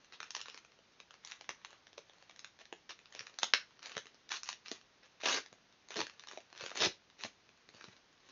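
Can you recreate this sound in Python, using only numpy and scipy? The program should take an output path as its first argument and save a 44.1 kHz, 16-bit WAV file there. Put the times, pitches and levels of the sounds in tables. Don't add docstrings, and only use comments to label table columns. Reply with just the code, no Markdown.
import sys
import numpy as np
from scipy import signal
from scipy.fft import rfft, irfft, next_fast_len
from scipy.io import wavfile
from scipy.ndimage import uniform_filter1d

SR = 44100
rng = np.random.default_rng(int(sys.argv[2]) if len(sys.argv) > 2 else 0)


def waveform_to_disk(signal):
    frames = np.transpose(np.atleast_2d(signal))
    scaled = np.clip(frames, -1, 1) * 32767
    samples = np.round(scaled).astype(np.int16)
    wavfile.write(sys.argv[1], SR, samples)


N = 366471


def undb(db):
    return 10 ** (np.asarray(db) / 20)


def highpass(x, hz):
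    return signal.sosfilt(signal.butter(3, hz, "high", fs=SR, output="sos"), x)


def wander(per_s):
    hold = int(SR / per_s)
    return uniform_filter1d(np.repeat(rng.standard_normal(N // hold + 1), hold), hold // 2 + 1)[:N]


def ring(force, hz, width_hz):
    turn = np.exp(2j * np.pi * np.cumsum(hz) / SR)
    return (turn * signal.lfilter([1], [1, -np.exp(-np.pi * width_hz / SR)], force / turn)).imag


# (frequency [Hz], relative spectral density [dB])
HISS_SPECTRUM = [(18, -30), (30, -3), (49, -4), (169, 2), (1270, -3), (1740, -3), (3910, -5), (6400, -8),
                 (8320, -38), (14100, -120)]


def hiss(rms_db=-69):
    hz, db = np.transpose(HISS_SPECTRUM)
    size = next_fast_len(N)
    bin_hz = np.maximum(np.arange(size // 2 + 1) * SR / size, 1)
    gain = undb(np.interp(np.log(bin_hz), np.log(hz), db))
    noise = irfft(rfft(rng.standard_normal(size)) * gain, size)[:N]
    return undb(rms_db) * noise / np.std(noise)


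# (delay [s], level [dB])
NEAR_ECHOES = [(.0011, -16), (.0017, -22.5), (.0045, -22), (.009, -15), (.011, -14)]
# (frequency [Hz], time to fall 60 dB [s], level [dB])
ROOM_TAIL = [(250, 0.15, -6.5), (1120, 0.24, -14), (3200, 0.19, -4.5)]


def reflections():
    t = np.arange(SR // 3) / SR
    response = np.zeros(len(t))
    for delay, db in NEAR_ECHOES:
        response[int(delay * (1 + .04 * rng.standard_normal()) * SR)] += undb(db)
    build_up = np.clip(t / .0044, 0, 1) ** 2
    for kind, (hz, t60, db) in zip(("low", "band", "high"), ROOM_TAIL):
        edges = {"low": hz * 2, "band": [hz / 2, hz * 2], "high": hz / 2}[kind]
        band = signal.butter(2, edges, kind, fs=SR, output="sos")
        tail = signal.sosfilt(band, rng.standard_normal(len(t))) * undb(-60 * t / t60) * build_up
        response += tail * undb(db) * np.sqrt(2 * np.log(1000) / (t60 * SR))
    return response


def room(direct, block=8192):
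    at_mic = np.concatenate([direct, np.zeros(SR)])
    for i in range(0, N, block):
        echo = signal.fftconvolve(direct[i:i + block], reflections())
        at_mic[i:i + len(echo)] += echo
    return at_mic[:N]


# (time [s], level of the push [dB])
HAND_PUSHES = [(1.484, -53), (3.199, -55), (3.962, -44.5), (5.52, -57), (6.006, -46), (6.019, -48),
               (6.625, -49), (6.812, -44), (6.861, -35), (7.242, -45), (7.679, -61), (7.741, -54),
               (7.878, -48)]
# (frequency [Hz], bandwidth [Hz], level [dB])
FLEX_MODES = [(124, 54, -3), (187, 75, 0.5)]


def sleeve_jerks(push_s=.0037):
    force = 1e-9 * rng.standard_normal(N)
    push = np.hanning(int(push_s * SR))
    for s, db in HAND_PUSHES:
        start = int(s * SR)
        force[start:start + len(push)] += undb(db) * push / push.sum()
    flex = sum(undb(db) * ring(force, np.full(N, hz), width) for hz, width, db in FLEX_MODES)
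    return highpass(highpass(flex, 110), 80)


# (time [s], pitch [Hz])
SLEEVE_PITCH = [(0, 500), (2.7, 593), (3.999, 465), (4.72, 425), (5.25, 620), (5.37, 470), (5.98, 370),
                (6.38, 624), (6.84, 403), (8.3, 414)]
# (multiple of its pitch [ratio], bandwidth [Hz], level [dB])
SLEEVE_MODES = [(.7, 135, -7), (1, 195, 2), (1.4, 288, -3.5)]


def sleeve_thumps(at, forces, thump_db):
    pitch_hz = np.interp(np.arange(N) / SR, *np.transpose(SLEEVE_PITCH))
    sleeve = np.zeros(N)
    for (multiple, width, db), force in zip(SLEEVE_MODES, forces):
        clicks = np.bincount(at, force * undb(db + thump_db), N)[:N]
        sleeve += ring(clicks, multiple * pitch_hz, width)
    return highpass(sleeve, 269)


# (frequency [Hz], bandwidth [Hz], level [dB])
FILM_MODES = [(1020, 680, -3), (1610, 640, -5), (2560, 730, -2), (3195, 960, -7), (3985, 610, -3.5),
              (5510, 1700, -8), (5900, 850, -3)]


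def film_ring(at, forces, treble_db):
    film = np.zeros(N)
    for (hz, width, db), force in zip(FILM_MODES, forces):
        treble_share = np.clip(np.log(hz / 2000) / np.log(5700 / 2000), 0, 1)
        clicks = np.bincount(at, force * undb(db + treble_share * treble_db), N)[:N]
        film += ring(clicks, hz * np.exp(.073 * wander(per_s=23)), width)
    return highpass(film, 1000)


# (time [s], level [dB])
FINGER_RUB = [(0.0, -71.5), (0.42, -76.5), (0.67, -82.5), (1.55, -73.5), (1.75, -65), (1.9, -91),
              (2.16, -69), (2.75, -89), (3.3, -66.5), (3.89, -75), (4.75, -76.5), (5.85, -80), (6.11, -73),
              (6.5, -72), (6.74, -57), (6.94, -91), (7.85, -74.5), (8.31, -80)]
# (start [s], rise [s], length [s], level [dB], sleeve thump re that level [dB])
TAPE_RIPS = [(0.12, 0.01, 0.047, -52, -26), (0.207, .01, .1, -65, -27), (0.337, .01, 0.1, -56.5, -33),
             (.45, .01, 0.16, -59.5, -30), (1.23, .008, 0.15, -58.5, -37), (1.971, 0.0083, 0.012, -56, -4),
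             (2.594, .01, 0.031, -51, -12.5), (2.89, 0.0036, 0.04, -48, -20),
             (3.12, 0.024, 0.16, -62.5, -17), (3.413, .004, 0.029, -42.5, -20),
             (3.817, .006, 0.2, -56, -17), (3.96, 0.0068, 0.033, -48.5, -4.5),
             (4.302, .01, 0.082, -42.5, -31), (4.439, .01, 0.14, -54.5, -35), (4.648, .01, 0.16, -57, -23),
             (5.024, 0.016, 0.046, -58, -14), (5.198, .005, 0.037, -52.5, -23),
             (5.227, 0.051, .18, -34.5, -11.5), (5.895, .01, 0.067, -56, -16),
             (5.954, 0.012, 0.082, -43, 0.5), (6.27, .01, 0.11, -59.5, -16),
             (6.559, 0.095, 0.13, -51.5, -15.5), (6.75, 0.033, 0.1, -42.5, -10.5),
             (6.796, 0.028, 0.082, -30, -7.5), (7.182, 0.079, 0.087, -49.5, -13.5),
             (7.731, 0.035, 0.25, -63.5, -13.5), (8.227, 0.073, .1, -62, -9)]


def crackle(clicks_per_s=3000, rub_thump_db=-13.5, rub_dulling_db=6.5):
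    t = np.arange(N) / SR
    rub = undb(np.interp(t, *np.transpose(FINGER_RUB)))
    film_drive, sleeve_drive = rub.copy(), rub * undb(rub_thump_db)
    for start, rise, length, db, thump_db in TAPE_RIPS:
        held = (rise + length) / 2
        swell = np.interp(t - start, [0, .002, rise, held, length], [0, .29, 1, 1, 0]) * undb(db)
        film_drive += swell
        sleeve_drive += swell * undb(thump_db)
    at = np.flatnonzero(rng.random(N) < clicks_per_s / SR)
    rub_share = rub / film_drive
    speed_db = 20 * np.log10(film_drive) + 60
    rough_db = 1.2 + (1 - rub_share) * np.clip(2.7 - .048 * speed_db, 0, 2.8)
    power_trim = np.sqrt(1 - rough_db * np.log(10) / 10)
    flurry = .7 * wander(per_s=90)
    spikes = np.minimum(rng.exponential(size=N), 5.5)
    size = film_drive * power_trim * undb(rough_db * (spikes + flurry))
    thump_db = 20 * np.log10(sleeve_drive / film_drive)
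    treble_db = .099 * speed_db - rub_dulling_db * rub_share
    colour_db = [2.2 * rng.standard_normal(len(at)) + 1.9 * wander(per_s=22)[at]
                 for _ in FILM_MODES + SLEEVE_MODES]
    return at, size[at], thump_db[at], treble_db[at], np.array(colour_db)


USUAL_THUMP_DB = -19


def stray_snaps(per_s=22, max_over_rub_db=21.5, range_db=10):
    wait, weakness, thump = rng.random((200, 3 + 1)).T[:3]
    s = np.cumsum(-np.log(1 - wait)) / per_s
    db = np.interp(s, *np.transpose(FINGER_RUB)) + max_over_rub_db - range_db * weakness
    thump_db = USUAL_THUMP_DB + 16 * (thump - .5)
    return np.column_stack([s, db, thump_db])[s < N / SR - .01]


# (time [s], level [dB], sleeve thump re that level [dB])
GLUE_SNAPS = [(.1241, -39.5, -18), (.2036, -27, -21.5), (.2303, -30.5, -25), (.3066, -36.5, -36),
              (.3505, -26.5, -32), (.3657, -28.5, -20.5), (.405, -34, -23), (.4147, -31, -40),
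              (.458, -37, -19.5), (.4838, -33.5, -18), (.4988, -39, -32), (.545, -40.5, -12),
              (.5647, -49, -29), (.5765, -37.5, -22), (.6488, -47, -15), (.72, -51, -14), (.79, -51.5, -9),
              (1.0022, -36, -21), (1.1083, -40.5, -22), (1.1406, -46, -14), (1.2492, -41.5, -71),
              (1.274, -44, -45), (1.3138, -40, -47), (1.3198, -34, -32), (1.411, -36, -19),
              (1.4441, -44.5, -22), (1.492, -25, -16), (1.507, -34.5, -13.5), (1.6486, -34.5, -31),
              (1.706, -50.5, -36), (1.8695, -44, -18), (1.9307, -45.5, -13), (1.9802, -39, -12),
              (2.0967, -46, -11), (2.1348, -51, -11), (2.2255, -44.5, -18), (2.2976, -44.5, -12),
              (2.3116, -46.5, -37), (2.362, -50, -28), (2.3931, -41, -43), (2.4461, -37, -20),
              (2.4744, -48.5, -27), (2.59, -47, -19), (2.6552, -42.5, -24), (2.7268, -31, -7.5),
              (2.8954, -41, -28), (2.908, -35, -26), (2.991, -47, -20), (3.0573, -45.5, -25),
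              (3.125, -41.5, -30), (3.1501, -34.5, -15.5), (3.1931, -34, -39), (3.2075, -32.5, -15),
              (3.2691, -39, -18), (3.3416, -49.5, -18), (3.388, -29, -30), (3.432, -12, -27),
              (3.5373, -9.5, -21.5), (3.793, -45.5, -31), (3.829, -38.5, -34), (3.8592, -34, -32),
              (3.8958, -40, -19), (3.9521, -39.5, -14), (3.9682, -24, -13.5), (3.9793, -26.5, -24),
              (4.057, -44, -8.5), (4.069, -44, -15), (4.145, -51.5, -10), (4.292, -44, -19),
              (4.3068, -37, -22.5), (4.3182, -25, -32), (4.3267, -32.5, -30), (4.3477, -38, -23),
              (4.3696, -37, -33), (4.4334, -37, -60), (4.4585, -45, -33), (4.4898, -23.5, -39),
              (4.529, -34.5, -23), (4.66, -40.5, -20.5), (4.6828, -39, -26), (4.7156, -21.5, -9),
              (4.8133, -47.5, -25), (5.2017, -49, -22), (5.2355, -31, -5.5), (5.4615, -42, -19),
              (5.528, -40.5, -6), (5.8871, -46.5, -25), (5.9063, -36, -9), (5.942, -36, -22),
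              (5.9585, -31, -7.5), (5.969, -27.5, -10), (5.9913, -24.5, -5.5), (6.0048, -24, -14),
              (6.0154, -23.5, -20), (6.0682, -33.5, -18), (6.0975, -38, -24), (6.138, -51, -31),
              (6.1961, -42.5, -49), (6.2258, -51, -17), (6.2378, -40, -26), (6.2724, -39, -32),
              (6.286, -38, -21), (6.3131, -37.5, -16), (6.3334, -44, -2), (6.3748, -34.5, -4.5),
              (6.4044, -47, -17), (6.5284, -41.5, -10.5), (6.551, -45, -20), (6.5772, -43, -35),
              (6.6096, -33, -12), (6.6385, -32.5, -10), (6.6627, -28.5, -13), (6.6832, -38, -31),
              (6.6954, -36, -30), (6.7163, -32, -7.5), (6.7567, -35, -9.5), (6.7743, -30, -25),
              (7.101, -49, -18), (7.2368, -29.5, -18), (7.2496, -32.5, -0.5), (7.4917, -46, -18),
              (7.69, -45, -6), (7.7476, -47, -6.5), (7.8112, -38.5, -12), (7.8419, -38.5, -13),
              (7.885, -43, -4), (7.9664, -49.5, -13)]


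def snaps(threads=6, gap_s=.0006, rise_db=8.5, fall_db=6.5):
    rows = np.concatenate([GLUE_SNAPS, stray_snaps()])
    treble_db = -1 - .2565 * (rows[:, 2] - USUAL_THUMP_DB) + 3.5 * rng.standard_normal(len(rows))
    s, db, thump_db, treble_db = np.repeat(np.column_stack([rows, treble_db]), threads, axis=0).T
    step = np.tile(np.arange(threads) - threads / 2 + .5, len(rows))
    thread_db = np.where(step < 0, rise_db * (step + .5), -fall_db * step)
    break_s = s + gap_s * (step + rng.random(len(s)) - .5)
    at = np.maximum((break_s * SR).astype(int), 0)
    colour_db = 1.84 * rng.standard_normal((len(s), len(FILM_MODES + SLEEVE_MODES))).T
    return at, undb(db + thread_db), thump_db, treble_db, colour_db


def peeling_tape():
    clicks = (np.concatenate(pair, axis=-1) for pair in zip(snaps(), crackle()))
    at, size, thump_db, treble_db, colour_db = clicks
    forces = size * undb(colour_db) * rng.choice([-1, 1], colour_db.shape)
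    on_film, on_sleeve = np.split(forces, [len(FILM_MODES)])
    return film_ring(at, on_film, treble_db) + sleeve_thumps(at, on_sleeve, thump_db)


def scene():
    return (room(peeling_tape() + sleeve_jerks()) + hiss())[None]


def record(dry):
    rolled_off = signal.sosfilt(signal.cheby1(8, .5, 6753, fs=SR, output="sos"), dry)
    return signal.sosfilt(signal.ellip(8, .2, 40, 7550, fs=SR, output="sos"), rolled_off)


dry = scene()
out = record(dry)
waveform_to_disk(out)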